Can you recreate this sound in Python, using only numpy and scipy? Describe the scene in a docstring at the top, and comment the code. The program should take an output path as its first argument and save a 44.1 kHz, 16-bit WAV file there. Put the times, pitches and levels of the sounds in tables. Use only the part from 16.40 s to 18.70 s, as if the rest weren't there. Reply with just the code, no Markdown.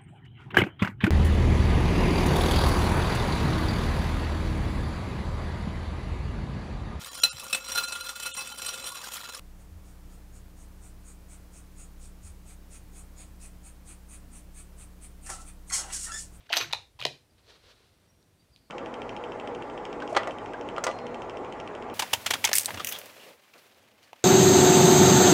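"""Wind hiss, a low outdoor rumble and the first scrape of a rifle bolt open the scene under a shelter.
The bolt rubs softly, a brass case chimes as it is fed, and steel knocks ring the action as it is locked;
echoes and a short noise tail answer, and the wooden bench booms. Then a sleeve rustles as filtered grains,
far birds call as gliding sines, and small ticks fall. A phone picks it up."""
import sys
import numpy as np
from scipy import signal
from scipy.fft import rfft, irfft
from scipy.io import wavfile
from scipy.ndimage import uniform_filter1d

SR = 44100
rng = np.random.default_rng(int(sys.argv[2]) if len(sys.argv) > 2 else 0)


def transcribe(u):
    """Save the signal u as a 16-bit wav file named by the first command-line argument.

    u: samples, shape (n,) or (channels, n), limited to [-1, 1]; the rate is SR.
    q: integer samples, one column per channel.
    """
    v = np.clip(np.atleast_2d(u).T, -1, 1)
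    q = np.round(v * 32767).astype(np.int16)
    wavfile.write(sys.argv[1], SR, q)


def voltage_ratio(level):
    """Linear amplitude factor for a level in decibels (scalar or array-like)."""
    return 10 ** (np.asarray(level, float) / 20)


N = 101429  # length in samples


def unit(x):
    """Normalisation: scale to rms 1."""
    return x / np.sqrt(np.mean(x ** 2))


def unit_energy(x):
    """Normalisation: scale an impulse response to energy 1."""
    return x / np.sqrt(np.sum(x ** 2))


def colour(x, points):
    """Linear filtering: spectral gain by (Hz, dB) points joined on a log frequency axis."""
    hz, db = np.array(points, float).T
    f = np.fft.rfftfreq(len(x), 1 / SR) + 1
    gain = voltage_ratio(np.interp(np.log(f), np.log(hz), db))
    return irfft(rfft(x) * gain, len(x))


def bump(x, hz, octaves):
    """Band-pass filtering: a bell on the octave axis around hz, scaled to rms 1."""
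    f = np.fft.rfftfreq(len(x), 1 / SR) + 1
    bell = np.exp(-.5 * (np.log2(f / hz) / octaves) ** 2)
    return unit(irfft(rfft(x) * bell, len(x)))


def curve(rows, fade_s=0.013):
    """Amplitude envelope: gain along (s, dB) rows, fading out past both ends."""
    s, db = np.array(rows, float).T
    s = np.r_[s[0] - fade_s, s, s[-1] + fade_s]
    return voltage_ratio(np.interp(np.arange(N) / SR, s, np.r_[-130, db, -130]))


def decay(t, t60):
    """Exponential damping: 60 dB of fall in t60 s."""
    return np.exp(-np.log(1000) * t / t60)


def walk(rate):
    """Low-pass fluctuation: random values, rate a second, smoothed to a wander with spread near 1."""
    k = int(SR / rate)
    held = np.repeat(rng.standard_normal(N // k + 1), k)
    return np.sqrt(2) * uniform_filter1d(uniform_filter1d(held, k), k)[:N]


def convolve(x, h):
    """Superposition: causal convolution, kept to length."""
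    return signal.fftconvolve(x, h)[:N]


def grit(rate, spread):
    """Stick-slip friction as an impulse train: random clicks, rate a second, of uneven size."""
    clicks = (rng.random(N) < rate / SR) * rng.choice([-1, 1], N)
    return clicks * 10 ** (spread * rng.exponential(size=N) / 20)


def push(x, t, push_s):
    """Contact force: x under a rise for push_s and a fall, with the energy of that pulse at peak 1."""
    env = t / push_s * np.exp(1 - t / push_s)
    return x * env * np.sqrt(np.sum(env ** 2) / np.sum((x * env) ** 2))


# far open-air noise spectrum before its overall level is set: hz, level_db (per Hz)
AIR = [(15, -29), (25, -2.5), (82, 4), (206, -5.5), (575, -11.5), (1100, -18), (1290, -18.5), (4370, -22.5),
       (5280, -24), (5730, -23.5), (6920, -27), (8590, -24), (16000, -32)]
# low wind rumble: start_s, level_db
RUMBLE = [(0, -62.5), (.5, -59.5), (1., -67), (1.5, -66), (1.8, -70.5), (2.3, -66)]


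def outdoors():
    """Broadband noise: a steady far hiss whose bass swells with the wind and flickers."""
    air = unit(colour(rng.standard_normal(N), AIR)) * voltage_ratio(-65)
    low = signal.sosfilt(signal.butter(4, 180, fs=SR, output="sos"), air)
    # the bass is taken out and put back at its own level
    return air - low + unit(low) * curve(RUMBLE) * voltage_ratio(2.0 * walk(37))


# pitches of the steel action's modes, shared by scrapes and contacts: pitch_hz
ACTION_HZ = 340, 700, 1290, 1600, 2074, 2490, 3034, 3335, 3668, 3940, 4160, 4650
# level and decay of those modes, in the same order: level_db, t60_s
ACTION = [(-9, 0.1), (-2.5, .06), (-20, .03), (-20, 0.03), (-17.5, 0.11), (-4, 0.042), (-18.5, 0.042),
          (-9.5, 0.026), (-14, 0.034), (-4, 0.076), (-13.5, 0.06), (-12.5, 0.037)]
# strokes of the bolt sliding in the action, one list each: start_s, level_db
SLIDES = [
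    [(0.0, -70.5), (0.008, -62.5), (0.024, -70), (0.058, -68.5), (0.07, -57.5)],
    [(0.094, -51), (.119, -43), (0.126, -37.5), (0.13, -32), (0.154, -41), (0.17, -27), (0.2, -44.5),
     (0.212, -30), (0.29, -68.5), (0.318, -46.5)],
    [(0.594, -51.5), (0.628, -49), (0.644, -47)],
]
# spectrum of the scrape: hz, level_db (per Hz)
SLIDE = [(180, -52.5), (300, -34.5), (946, -6), (1530, -7), (3240, -3), (6100, -14.5), (7080, -20.5),
         (11900, -48), (13300, -26.5), (16000, -47)]


def slide():
    """Friction-driven resonance: grit under the bolt scrapes and keeps the action's modes ringing."""
    t = np.arange(8192) / SR
    effort = sum(curve(stroke) for stroke in SLIDES)
    modes = sum(voltage_ratio(db) * decay(t, t60) * np.sin(2 * np.pi * hz * t)
                for hz, (db, t60) in zip(ACTION_HZ, ACTION))
    grains = unit(grit(3100, 1.5))
    scrape = unit(colour(grains, SLIDE)) * effort
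    ringing = convolve(grains * effort, unit_energy(modes))
    return scrape + voltage_ratio(-9) * ringing


# early echoes of the shelter: start_s (delay), level_db
ECHOES = [(.0045, -27), (0.0101, -17.5), (0.015, -14)]
# decay of the shelter's tail: hz, t60_s
TAIL_T60 = [(150, 0.5), (700, 0.21), (1840, 0.26), (4000, 0.25), (8000, 0.34), (14000, 0.12)]


def shelter(x):
    """Reverberation: discrete wall echoes and a diffuse tail with a decay time for each band."""
    t = np.arange(SR // 2) / SR
    tail_start_s, tail_rise_s, tail_db = .0065, .004, -13
    band_hz, band_t60 = np.array(TAIL_T60).T
    tail = np.zeros(len(t))
    for hz in 100 * 2 ** np.arange(0, 7.6, .5):
        t60 = np.interp(np.log(hz), np.log(band_hz), band_t60)
        tail += bump(rng.standard_normal(len(t)), hz, 0.41) * np.sqrt(hz) * decay(t, t60)
    tail = tail * (1 - np.exp(-np.clip(t - tail_start_s, 0, None) / tail_rise_s))
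    h = voltage_ratio(tail_db) * unit_energy(tail)
    for s, db in ECHOES:
        h[int(s * SR)] += voltage_ratio(db)
    return x + convolve(x, h)


def contact_ring(t, hz, thud_hz, thud_db):
    """Modal excitation: the action's modes near a contact's centre or thud are driven most."""
    reach_db = -25  # drive of a mode one octave away
    ring = np.zeros(len(t))
    for mode_hz, (db, t60) in zip(ACTION_HZ, ACTION):
        level_scatter, pitch_scatter = rng.standard_normal(2)
        from_centre = reach_db * np.log2(mode_hz / hz) ** 2
        from_thud = thud_db + reach_db * np.log2(mode_hz / thud_hz) ** 2
        level = voltage_ratio(db + 1.5 * level_scatter + max(from_thud, from_centre))
        tone = np.sin(2 * np.pi * mode_hz * (1 + 0.0072 * pitch_scatter) * t)
        ring += level * decay(t, t60) * tone
    return ring * (1 - decay(t, 0.0086))  # the modes build up after the contact


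def contacts(rows, octaves, ring_db=-9, push_s=.0006, soften_per_db=.045):
    """Impact: each contact gives a short burst, a treble crack, a low thud and a modal ring."""
    out, t = np.zeros(N + 8192), np.arange(8192) / SR
    for s, db, hz, crack_db, thud_db, thud_hz in rows:
        body_noise, crack_noise, thud_noise = rng.standard_normal((3, len(t)))
        soft = 1 + soften_per_db * max(-16 - db, 0)  # contacts weaker than -16 dB push longer
        body = np.sin(2 * np.pi * hz * t) + 1.6 * bump(body_noise, hz, octaves)
        body = push(body, t, push_s * soft)
        crack = push(bump(crack_noise, 7700, .65), t, 0.00096) * voltage_ratio(crack_db)
        thud = np.sin(2 * np.pi * thud_hz * t) + .5 * bump(thud_noise, thud_hz, .22)
        thud = push(thud, t, 0.0015) * voltage_ratio(thud_db)
        ring = voltage_ratio(ring_db) * contact_ring(t, hz, thud_hz, thud_db)
        i = int(s * SR)
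        out[i:i + len(t)] += voltage_ratio(db) * (body + crack + thud + ring)
    return out[:N]


# first soft, pitched rubs of the bolt; crack and thud are relative to level_db:
# start_s, level_db, pitch_hz (centre), crack_db, thud_db, thud_hz
RUBS = [(.0925, -46, 1600, -30.5, -22, 890), (.0965, -45.5, 4696, -30, -27.5, 900),
        (.0995, -44, 3400, -40, -20, 950), (.1030, -40, 2850, -36, 4, 703),
        (.1075, -43, 2524, -31.5, 7.5, 720)]


def rubs():
    """Soft contact: weak, long pushes in a narrow band give pitched rubs."""
    return contacts(RUBS, octaves=.12)


# lengthwise modes of the brass case: pitch_hz
BRASS_HZ = 6055, 12918
# level and decay of those modes, in the same order: level_db, t60_s
BRASS = [(5.5, 0.05), (0.5, 0.03)]
# drive of the case by the bolt face: start_s, level_db
BRASS_DRIVE = [(.12, -72.5), (.129, -43.5), (.136, -60), (.155, -53), (.162, -38.5), (.175, -45),
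               (.19, -54), (.22, -53), (.25, -68.5)]


def brass():
    """Forced vibration: the bolt face rubs the case, which rings at its two lengthwise modes."""
    t = np.arange(8192) / SR
    drive = unit(grit(5700, 0.52)) * curve(BRASS_DRIVE)
    out = np.zeros(N)
    for hz, (db, t60) in zip(BRASS_HZ, BRASS):
        mode = np.sin(2 * np.pi * hz * t) * decay(t, t60)
        mode = mode / np.sqrt(t60 * SR / (4 * np.log(1000)))  # energy near 1
        out += voltage_ratio(db) * convolve(drive, mode)
    return out


# steel knocks; crack and thud are relative to level_db:
# start_s, level_db, pitch_hz (centre), crack_db, thud_db, thud_hz
KNOCKS = [(.1235, -28, 2910, -21, -26, 800), (.1283, -15, 3300, -24.5, -18.5, 1163),
          (.1342, -18, 1965, -20.5, -9.5, 1400), (.1380, -21, 3100, -19, -12, 830),
          (.1604, -30, 3240, -9.5, -12.5, 700), (.1682, -15, 3640, -14.5, -12.5, 736),
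          (.1728, -16, 3640, -14.5, -18, 746), (.1835, -30, 4030, -12.5, -8.5, 749),
          (.2030, -32.5, 2860, -22, -3, 480), (.2115, -27, 3950, -21.5, -4, 1350),
          (.2435, -36.5, 2230, -25.5, -5.5, 1506), (.2990, -48, 1600, -23, -4.5, 935.6),
          (.3095, -44.5, 2980, -33.5, -2.5, 810), (.3268, -26, 3470, -14.5, -13.5, 1330),
          (.3325, -16.5, 3720, -26.5, -17.5, 1260), (.3335, -25, 2450, -22, -2, 790),
          (.5900, -47.5, 3260, -17, 0, 994), (.5960, -42, 2630, -15, -6.5, 969),
          (.6025, -37.5, 3900, -15, -8, 686), (.6135, -32, 2760, -18, -8, 1194),
          (.6240, -29, 2900, -23.5, -14, 576), (.6360, -38.5, 3680, -16, -25, 660),
          (.6516, -16.5, 3380, -21, -14, 1010), (.6522, -23, 2450, -30, -8, 420),
          (.6538, -24, 3980, -19, -2, 611), (.6635, -32, 3900, -14, -8.5, 690)]


def knocks():
    """Impact and reflection: neighbouring blows land on different parts, with their own wall paths."""
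    return sum(shelter(contacts(KNOCKS[k::3], octaves=0.42)) for k in range(3))


# booms of the bench top: start_s, level_db, pitch_hz
THUMPS = [(0.211, -53.5, 110), (0.253, -54, 150), (.34, -55.5, 100.2), (0.598, -53, 127.3),
          (0.653, -49.5, 139), (2.086, -62.5, 65.2)]


def bench():
    """Plate vibration: slow low booms of the planks after a jolt."""
    out, t = np.zeros(N + 8192), np.arange(8192) / SR
    for s, db, hz in THUMPS:
        boom = np.sin(2 * np.pi * hz * t) + 0.43 * bump(rng.standard_normal(len(t)), hz, .5)
        i = int(s * SR)
        out[i:i + len(t)] += voltage_ratio(db) * push(boom, t, 0.024)
    return out[:N]


# sleeve on the bench bag: start_s, level_db
SLEEVE = [(0.95, -83), (0.994, -69.5), (1.024, -73), (1.106, -55.5), (1.208, -66.5), (1.284, -55.5),
          (1.368, -67), (1.5, -72), (1.7, -76.5)]
# spectrum of the cloth: hz, level_db (per Hz)
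CLOTH = [(180, -36), (300, -5), (401, 8), (750, -1), (1230, 0), (2510, -2), (4060, 3), (14000, -32)]


def sleeve():
    """Granular friction: dragging cloth gives fine grains whose level flickers."""
    cloth = unit(colour(grit(9000, 0.76), CLOTH))
    return cloth * curve(SLEEVE, fade_s=0.19) * voltage_ratio(1.5 * walk(60.27))


# bird notes: start_s, length_s, level_db, first_hz, last_hz
BIRDS = [(0.897, 0.021, -71, 4900, 4600), (1.1, 0.0434, -74.5, 4000, 4450), (1.2, 0.025, -76, 4520, 4000),
         (1.67, 0.071, -74, 5640, 5660), (1.98, 0.06, -75.5, 4500, 4850), (2.04, 0.028, -80.5, 6700, 6600),
         (2.9, 0.021, -74, 3400, 3020), (2.11, 0.056, -66, 5200, 4200), (2, 0.018, -76, 4100, 3480),
         (2.165, 0.11, -75, 4300, 4310)]


def birds():
    """Frequency modulation: gliding whistles, smeared by diffuse echoes from the bush."""
    out, t = np.zeros(N + SR), np.arange(SR) / SR
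    for s, length, db, first_hz, last_hz in BIRDS:
        u = np.arange(int(length * SR)) / (length * SR)
        phase = 2 * np.pi * np.cumsum(first_hz + (last_hz - first_hz) * u) / SR
        i = int(s * SR)
        out[i:i + len(u)] += voltage_ratio(db) * np.sin(np.pi * u) * np.sin(phase)
    bush = unit_energy(rng.standard_normal(SR) * decay(t, 0.99))
    direct = out[:N] * voltage_ratio(3.3 * walk(58.4))  # the direct sound flickers
    return direct + voltage_ratio(1) * convolve(out, bush)


# small ticks of wood and gear; crack and thud are relative to level_db:
# start_s, level_db, pitch_hz (centre), crack_db, thud_db, thud_hz
TICKS = [(0.9832, -58, 3540, -20, -24, 710), (1.4044, -62, 3614, -21, 4, 434),
         (1.8277, -56.5, 4295, -26.5, -22, 514), (2.1618, -43.5, 3280, -23, -31, 349.5)]


def ticks():
    """Light impact: very short pushes give small ticks with a faint ring."""
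    return contacts(TICKS, octaves=.35, ring_db=-17, push_s=.00022, soften_per_db=0)


def scene():
    """Superposition: bolt, brass and ticks sound in the shelter; bench, cloth, birds and air join."""
    near = knocks() + shelter(slide() + rubs() + brass() + ticks())
    # the small action radiates little below 240 Hz
    near = signal.sosfilt(signal.butter(3, 240, "high", fs=SR, output="sos"), near)
    return (outdoors() + near + bench() + sleeve() + birds())[None]


def band_limit(x):
    """A steep low-pass at the top of the band."""
    return signal.sosfilt(signal.butter(12, 16480, fs=SR, output="sos"), x)


def record(dry):
    """Band limiting and saturation: the phone drops deep bass, rounds off loud peaks and cuts the top."""
    ceiling, low_hz, top_hz = .42, 41.7, 16900
    dry = signal.sosfilt(signal.butter(3, low_hz, "high", fs=SR, output="sos"), dry)
    rounded = ceiling * np.tanh(dry / ceiling)
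    mix = signal.sosfilt(signal.cheby2(10, 60, top_hz, fs=SR, output="sos"), rounded)
    return band_limit(mix)


dry = scene()
out = record(dry)
transcribe(out)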